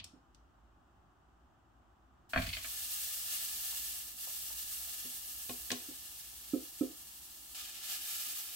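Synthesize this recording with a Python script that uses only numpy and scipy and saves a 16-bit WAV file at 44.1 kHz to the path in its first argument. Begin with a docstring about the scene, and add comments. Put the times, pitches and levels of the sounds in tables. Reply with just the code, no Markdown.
"""A gas flame murmurs under a small kitchen: filtered noise that flickers, its bass sinking near the end.
At first a plastic ladle lightly knocks pan and mixing bowl: decaying modes plus short noise clicks.
Then it lands on a hot steel pan, knocks it against its grate and scrapes; the poured batter sizzles,
a crowd of random steam bursts that slowly calms. Dull plops follow, then the ladle bumps the bowl,
through batter and on its bare rim. At last a second pour makes the pan sizzle afresh."""
import sys
import numpy as np
from scipy import signal
from scipy.fft import rfft, irfft
from scipy.io import wavfile

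SR = 44100
rng = np.random.default_rng(int(sys.argv[2]) if len(sys.argv) > 2 else 0)


def file_out(sig):
    """Save sig as 16-bit WAV at sys.argv[1]."""
    # one column per channel
    cols = np.atleast_2d(sig).T
    # limit, then scale
    lim = np.clip(cols, -1, 1)
    pcm = np.round(lim * 32767).astype(np.int16)
    wavfile.write(sys.argv[1], SR, pcm)


N = 377319
TIME = np.arange(N) / SR
BLOW_TIME = TIME[:SR * 3 // 4]   # time since a blow [s]
FREQS = np.maximum(np.fft.rfftfreq(N, 1 / SR), 1)


def from_db(db):
    """Decibels to gain."""
    return 10 ** (np.asarray(db) / 20)


def rms_one(x):
    """Scale to unit power."""
    return x / np.sqrt(np.mean(x ** 2) + 1e-20)


def split_db(balance_db):
    """Left and right levels in dB for a left-minus-right difference."""
    return np.array([[.5], [-.5]]) * balance_db


def at_freqs(points):
    """A spectrum table joined by straight lines over log frequency."""
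    hz, value = np.transpose(points)
    return np.interp(np.log(FREQS), np.log(hz), value)


def drift(rate_hz):
    """Slow random wander with a spread of about 1, taking new values at the given rate."""
    knots = rng.standard_normal(N // 50)
    wander = np.interp(TIME * rate_hz, np.arange(len(knots)), knots)
    return wander / np.sqrt(2 / 3)   # interpolation had narrowed the spread


def filtered(x, kind, hz, order=2):
    """Causal Butterworth filter."""
    return signal.sosfilt(signal.butter(order, hz, kind, fs=SR, output="sos"), x)


def lowpass(x, hz, order=2):
    """Causal low-pass, kept below the top of the band."""
    return filtered(x, "low", min(hz, .45 * SR), order)


def add(out, s, sound):
    """Mix a short stereo sound in at time s."""
    start = round(s * SR)
    out[:, start:start + sound.shape[-1]] += sound[..., :N - start]


def coloured(pair, spectrum_db):
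    """Two unrelated signals become a stereo field of given colour, alike in the bass; mid has rms 1."""
    # likeness of the two sides: (frequency [Hz], left-right correlation [-1 to 1])
    side_likeness = [(100, 0.93), (300, 0.7), (600, 0.38), (1500, 0.17), (4000, 0.14), (8000, 0.041),
                     (15000, 0)]
    alike = np.clip(at_freqs(side_likeness), -.99, .99)
    mid, side = rfft(pair)
    shared = np.sqrt(1 + alike) * mid
    opposed = np.sqrt(1 - alike) * side * [[1], [-1]]
    field = irfft((shared + opposed) * from_db(spectrum_db), N)
    return field / np.std(field.mean(axis=0))


def crack(t60):
    """Stereo noise that dies away: a crowd of modes or reflections."""
    return rng.standard_normal((2, len(BLOW_TIME))) * from_db(-60 * BLOW_TIME / t60)


def click(hz, t60, width):
    """A brief band of decaying noise, as from a hard contact; unit level over its first 5 ms."""
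    edges = np.clip([hz / (1 + width), hz * (1 + width)], 20, .45 * SR)
    snap = filtered(crack(t60), "band", edges)
    return snap / np.std(snap[:, :SR // 200])


def ringing(modes, rise_s, spread, uneven=False):
    """One blow on a body; modes reach the two sides out of phase, and an uneven blow favours them by chance."""
    hz, db, t60 = np.transpose(modes)[:, :, None]
    chance_db = uneven * 2 * rng.standard_normal(hz.shape)
    strength = from_db(db + chance_db - 60 * BLOW_TIME / t60)
    skew = spread * (-1) ** np.arange(len(hz))[:, None]   # radians, alternating from mode to mode
    phase = 2 * np.pi * hz * BLOW_TIME
    sides = [(strength * np.sin(phase + sign * skew)).sum(axis=0) for sign in (1, -1)]
    return np.array(sides) * (1 - np.exp(-BLOW_TIME / rise_s))


def bursts(per_s, size_db):
    """Single-sample pops at random times, most tiny and a few large."""
    sizes = from_db(size_db * np.minimum(rng.exponential(1, (2, N)), 5))
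    signs = rng.choice([-1, 1], (2, N))
    return sizes * signs * (rng.random((2, N)) < per_s / SR)


def flame(murmur_db, flicker_db):
    """The gas ring is noise: a murmur over a bass rumble that holds, then sinks; both flicker slightly."""
    # colour of the flame's murmur: (frequency [Hz], level [dB])
    murmur_colour = [(150, -5), (240, 2.5), (330, 3.5), (470, -10), (780, 2), (950, -2.5), (1250, -0.5),
                     (1700, -9.5), (2200, -20), (3000, -15.5), (4200, -25), (8200, -25.5), (9200, -38),
                     (15000, -33)]
    # colour of its bass rumble: (frequency [Hz], level [dB])
    rumble_colour = [(20, -16), (40, -30), (52, 9), (80, -4.5), (120, -9), (200, -16), (500, -49.5)]
    rumble_start_db, sinks_from_s, sink_db_per_s = -67.5, 7, 6
    murmur = from_db(murmur_db) * coloured(rng.standard_normal((2, N)), at_freqs(murmur_colour))
    rumble_db = rumble_start_db - sink_db_per_s * np.maximum(TIME - sinks_from_s, 0)
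    rumble = from_db(rumble_db) * coloured(rng.standard_normal((2, N)), at_freqs(rumble_colour))
    return (murmur + rumble) * from_db(flicker_db * drift(6.8))


def kitchen(x, tail_db, t60, dull_hz, echo_top_hz, tail_bottom_hz):
    """Long waves come back as distinct wall echoes; shorter ones scatter into a brief tail."""
    # echoes off nearby walls: (delay [s], level [dB])
    wall_echoes = [(.011, -5.5), (.0191, -15), (.0386, -15), (.09, -26)]
    tail = lowpass(crack(t60), dull_hz, order=1)
    tail = tail * (1 - np.exp(-BLOW_TIME / 0.0032))   # the tail builds up within milliseconds
    tail = filtered(tail, "high", tail_bottom_hz)
    tail = from_db(tail_db) * tail / np.sqrt(np.sum(tail ** 2) / 2)
    walls = np.zeros_like(tail)
    for delay, db in wall_echoes:
        add(walls, delay, from_db([db]))
    response = tail + lowpass(walls, echo_top_hz, order=1)
    return x + signal.fftconvolve(x, response, axes=1)[:, :N]


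def bowl_knocks(thump_balance_db, click_t60, click_width):
    """Through the batter the ladle only thumps the bowl; on the bare rim it clicks and rings."""
    # thumps through the batter: (time [s], level [dB], contact brightness [Hz])
    batter_thumps = [(.135, -31, 210), (5.886, -29, 380), (6.534, -8, 407), (6.8093, -7.5, 416)]
    # knocks on the bare rim: (time [s], ring level [dB], click level [dB], contact brightness [Hz])
    rim_hits = [(0.042, -66, -45, 5500), (.347, -82, -62.5, 4670), (5.047, -46, -70, 320),
                (5.494, -39.5, -42.5, 3400), (5.704, -42.5, -34, 2580), (5.7164, -36, -30.5, 4640)]
    # modes of the full bowl, the main, heavily damped one first: (frequency [Hz], level [dB], t60 [s])
    full_bowl_modes = [(302, 0, .052), (262, -25, .17), (372, -15, .07), (436, -24, .11), (522, -22, .11),
                       (694, -31, .14), (1080, -28, .05), (1295, -15, .06), (2400, -12, .06)]
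    # modes of rim and wall, undamped by batter: (frequency [Hz], level [dB], t60 [s])
    bare_rim_modes = [(120, -12.5, 0.18), (247.2, -2.5, .17), (321, -3, .11), (403, -2, .11), (492, -3, .1),
                      (703, -7.5, 0.14), (763, -8.5, .13), (1080, -5.5, 0.067), (1415, -12, 0.065),
                      (2456, -6.5, .05), (2970, -1.5, .05)]
    out = np.zeros((2, N))
    for s, thump_db, bright_hz in batter_thumps:
        thump = lowpass(ringing(full_bowl_modes, rise_s=0.0096, spread=0.11), bright_hz)
        add(out, s, from_db(thump_db + split_db(thump_balance_db)) * thump)
    for s, ring_db, click_db, bright_hz in rim_hits:
        ring = from_db(ring_db) * lowpass(ringing(bare_rim_modes, rise_s=.002, spread=0.25), bright_hz)
        tick = from_db(click_db) * click(bright_hz, click_t60, click_width)
        add(out, s, ring + tick)
    return out


def plops(hz, t60, width):
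    """Blobs of batter plop off the ladle into the pan, each a short, dull burst of noise."""
    # falling blobs: (time [s], level [dB])
    batter_blobs = [(3.724, -55), (4.272, -55.5), (4.503, -58), (4.875, -59)]
    out = np.zeros((2, N))
    for s, db in batter_blobs:
        add(out, s, from_db(db) * click(hz, t60, width))
    return out


def scrape(slips_per_s, pitch_hz, width):
    """After landing the ladle sticks and slips over the steel: a scatter of tiny clicks."""
    start_s, attack_s, hold_s, release_s, level_db = 2.37, 0.022, .19, 0.069, -47
    slips = bursts(slips_per_s, size_db=5.0)[:1]
    grains = signal.fftconvolve(slips, click(pitch_hz, 0.042, width), axes=1)[:, :N]
    corners_s = start_s + np.cumsum([0, attack_s, hold_s, release_s])
    return rms_one(grains) * from_db(level_db) * np.interp(TIME, corners_s, [0, 1, 1, 0])


def pan_knocks(click_t60, click_width):
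    """The ladle lands and bounces: the pan rings, damped by batter, and thuds on its grate."""
    # ladle on pan: (time [s], strength [dB], contact brightness [Hz], thud into the grate [dB])
    pan_hits = [(0, -56, 4400, -59), (2.3336, -34, 2540, -52), (2.360, -28.5, 1980, -34),
                (2.375, -33, 2700, -34), (2.391, -35.5, 800, -36), (2.421, -50, 4000, -41.5),
                (2.470, -48, 2800, -45), (2.568, -45.5, 3500, -61), (2.644, -47, 3000, -74)]
    # modes of the steel pan: (frequency [Hz], level [dB] before chance, t60 [s])
    pan_modes = [(248.5, -9.5, 0.077), (649, -4.5, 0.096), (683, -5, 0.15), (1105, -12, 0.23),
                 (1235, -11.5, 0.2), (1240, -23, 0.3), (1420, -12.5, 0.089), (1520, 1.5, 0.033),
                 (1570, -15, 0.042), (1630, 5.5, 0.029), (1840, -20, 0.036), (1743, -4.5, 0.06),
                 (2400, -25, 0.072), (2550, -33, 0.021), (2484, 10, 0.024), (3240, -2, 0.072),
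                 (3420, -11, 0.092), (4400, -2, 0.08)]
    # modes of the grate: (frequency [Hz], level [dB], t60 [s])
    grate_modes = [(42.7, 2, 0.38), (54.3, -9.5, 0.85), (89, 2, 0.34), (157, 0, 0.14), (230, 3.5, 0.1)]
    # lighter contacts mostly click: below a firm blow the ring loses extra dB per dB
    firm_blow_db, ring_loss = -33, .35
    # the click lies below the contact's brightness, and a harder contact clicks more
    click_pitch_share, base_click_db, hard_contact_hz, click_db_per_octave = .7, 1, 2670, 12
    out = np.zeros((2, N))
    for s, strength_db, bright_hz, thud_db in pan_hits:
        ring_db = ring_loss * min(strength_db - firm_blow_db, 0)
        steel = lowpass(ringing(pan_modes, rise_s=0.0012, spread=0.43, uneven=True), bright_hz)
        click_db = base_click_db + click_db_per_octave * np.log2(bright_hz / hard_contact_hz)
        tick = from_db(click_db) * click(click_pitch_share * bright_hz, click_t60, click_width)
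        contact = from_db(strength_db) * (from_db(ring_db) * steel + tick)
        thud = from_db(thud_db) * ringing(grate_modes, rise_s=0.005, spread=0.097)
        add(out, s, (contact + thud) * from_db(split_db(-.3)))
    return out


def pan_walls(bounce_db, t60):
    """Sound bounces between the steel walls, which ripples its spectrum; in dB per side."""
    bounces = crack(t60)
    bounces = from_db(bounce_db) * bounces / np.sqrt(np.sum(bounces ** 2) / 2)
    return 20 * np.log10(np.abs(1 + rfft(bounces, N)) + 1e-6)


def boiling(wettings):
    """Each patch of batter flares as it spreads, then calms; the patches add up to gains of hiss and sizzle."""
    wet_calms_faster = 1.34   # the wet sizzle dries up this much faster than the hiss
    power = np.zeros((2, N))
    for s, spread_s, hiss_db, sizzle_db, calm_db_per_s in wettings:
        wetted = np.clip((TIME - s) / spread_s, 0, 1)
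        calmed_db = calm_db_per_s * np.maximum(TIME - s - spread_s, 0)
        levels_db = [hiss_db - calmed_db, sizzle_db - wet_calms_faster * calmed_db]
        power += (wetted * from_db(levels_db)) ** 2
    return np.sqrt(power)


def lulls():
    """Gains of hiss and sizzle: the frying dips briefly twice, then drops a step and stays lower."""
    # brief dips: (time of lowest point [s], level [dB])
    brief_dips = [(3.24, -1), (4.135, -8)]
    fall_s, recover_s = 0.16, 0.11
    hush_s, hush_takes_s, hush_hiss_db, hush_sizzle_db = 5.67, 0.072, -3.5, -0.5
    dips_db = sum(np.interp(TIME, [s - fall_s, s, s + recover_s], [0, db, 0]) for s, db in brief_dips)
    hushed = np.clip((TIME - hush_s) / hush_takes_s, 0, 1)
    return from_db([dips_db + hush_hiss_db * hushed, dips_db + hush_sizzle_db * hushed])


def frying(sputter_db, sputter_rate_hz):
    """Steam bursts from batter on hot steel, coloured by the pan; the second pour boils at another spot."""
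    # batter meets steel: (time [s], spreading time [s], fine steam hiss [dB],
    # coarse wet sizzle [dB], calming of the hiss [dB/s])
    batter_patches = [(2.29, .008, -59.5, -61.5, 1), (2.335, 0.089, -51.5, -52, 2),
                      (2.61, 0.068, -44, -50.5, 1.7), (2.87, 0.027, -43, -50, 3),
                      (3.25, 0.029, -49, -49, 9), (4.86, 0.016, -55, -53, 25),
                      (7.543, 0.0075, -50.5, -48.5, 11), (7.81, .11, -41, -43, 68),
                      (7.99, 0.12, -40.5, -45.5, 12.5)]
    # colour of the smallest bursts: (frequency [Hz], level [dB])
    hiss_colour = [(2500, -35), (5000, -9), (7500, -7), (9500, -6.5), (10800, -1), (13000, -1), (15800, -2)]
    # colour of the larger, wetter bursts: (frequency [Hz], level [dB])
    sizzle_colour = [(300, -33), (500, -22), (750, -9), (1000, -18), (1700, -11.5), (2200, -7), (2900, 0),
                     (5000, 0), (7500, -2), (10000, -8.5), (15000, -13)]
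    # resonances of the open pan: (frequency [Hz], width [Hz], lift at first pour [dB],
    # lift at second pour [dB], left minus right [dB])
    pan_hollow = [(1224, 47, 12, 14, 4.5), (1364, 56, 5, 11, -8), (1720, 150, 11.5, 8.5, -2.5),
                  (2090, 960, 0, 3, 1.5), (2796, 78, 1, -2.5, 15.5), (2900, 430, -0.5, 5, -1.5),
                  (3450, 220, 1.5, -0.5, -2), (4310, 190, 2, 1.5, -5), (8190, 1360, 4.5, 3, 6.5),
                  (10950, 2300, -1.5, -1, -5.5)]
    second_pour_s = 7.5
    first = boiling([row for row in batter_patches if row[0] < second_pour_s]) * lulls()
    second = boiling([row for row in batter_patches if row[0] >= second_pour_s])
    out = np.zeros((2, N))
    for pour, (hiss_gain, sizzle_gain) in enumerate([first, second]):
        pan_db = pan_walls(bounce_db=-10, t60=.04)
        for hz, width, *lifts, balance in pan_hollow:
            peak = 1 / (1 + (2 * (FREQS - hz) / width) ** 2)
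            pan_db = pan_db + (lifts[pour] + split_db(balance)) * peak
        hiss = coloured(bursts(per_s=20000, size_db=2.5), at_freqs(hiss_colour) + pan_db)
        sizzle = coloured(bursts(per_s=11000, size_db=1.5), at_freqs(sizzle_colour) + pan_db)
        out += hiss * hiss_gain + sizzle * sizzle_gain
    return out * from_db(sputter_db * drift(sputter_rate_hz))   # bursts come in uneven flurries


def scene():
    """Flame and frying are mixed with the ladle and plops, which alone sound through the room."""
    gas = flame(murmur_db=-70.5, flicker_db=0.16)
    ladle = bowl_knocks(thump_balance_db=-5.0, click_t60=0.036, click_width=0.63)
    ladle = ladle + plops(hz=790, t60=.05, width=.4)
    ladle = ladle + scrape(slips_per_s=300, pitch_hz=3000, width=0.41)
    ladle = ladle + pan_knocks(click_t60=0.047, click_width=0.37)
    room = kitchen(ladle, tail_db=-10.0, t60=0.33, dull_hz=6950, echo_top_hz=1180, tail_bottom_hz=503)
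    return gas + room + frying(sputter_db=0.86, sputter_rate_hz=49)


def record(dry):
    """A steep elliptic low-pass cuts the top of the treble."""
    cutoff_hz = 15780
    return signal.sosfilt(signal.ellip(12, .1, 70, cutoff_hz, fs=SR, output="sos"), dry)


dry = scene()
out = record(dry)
file_out(out)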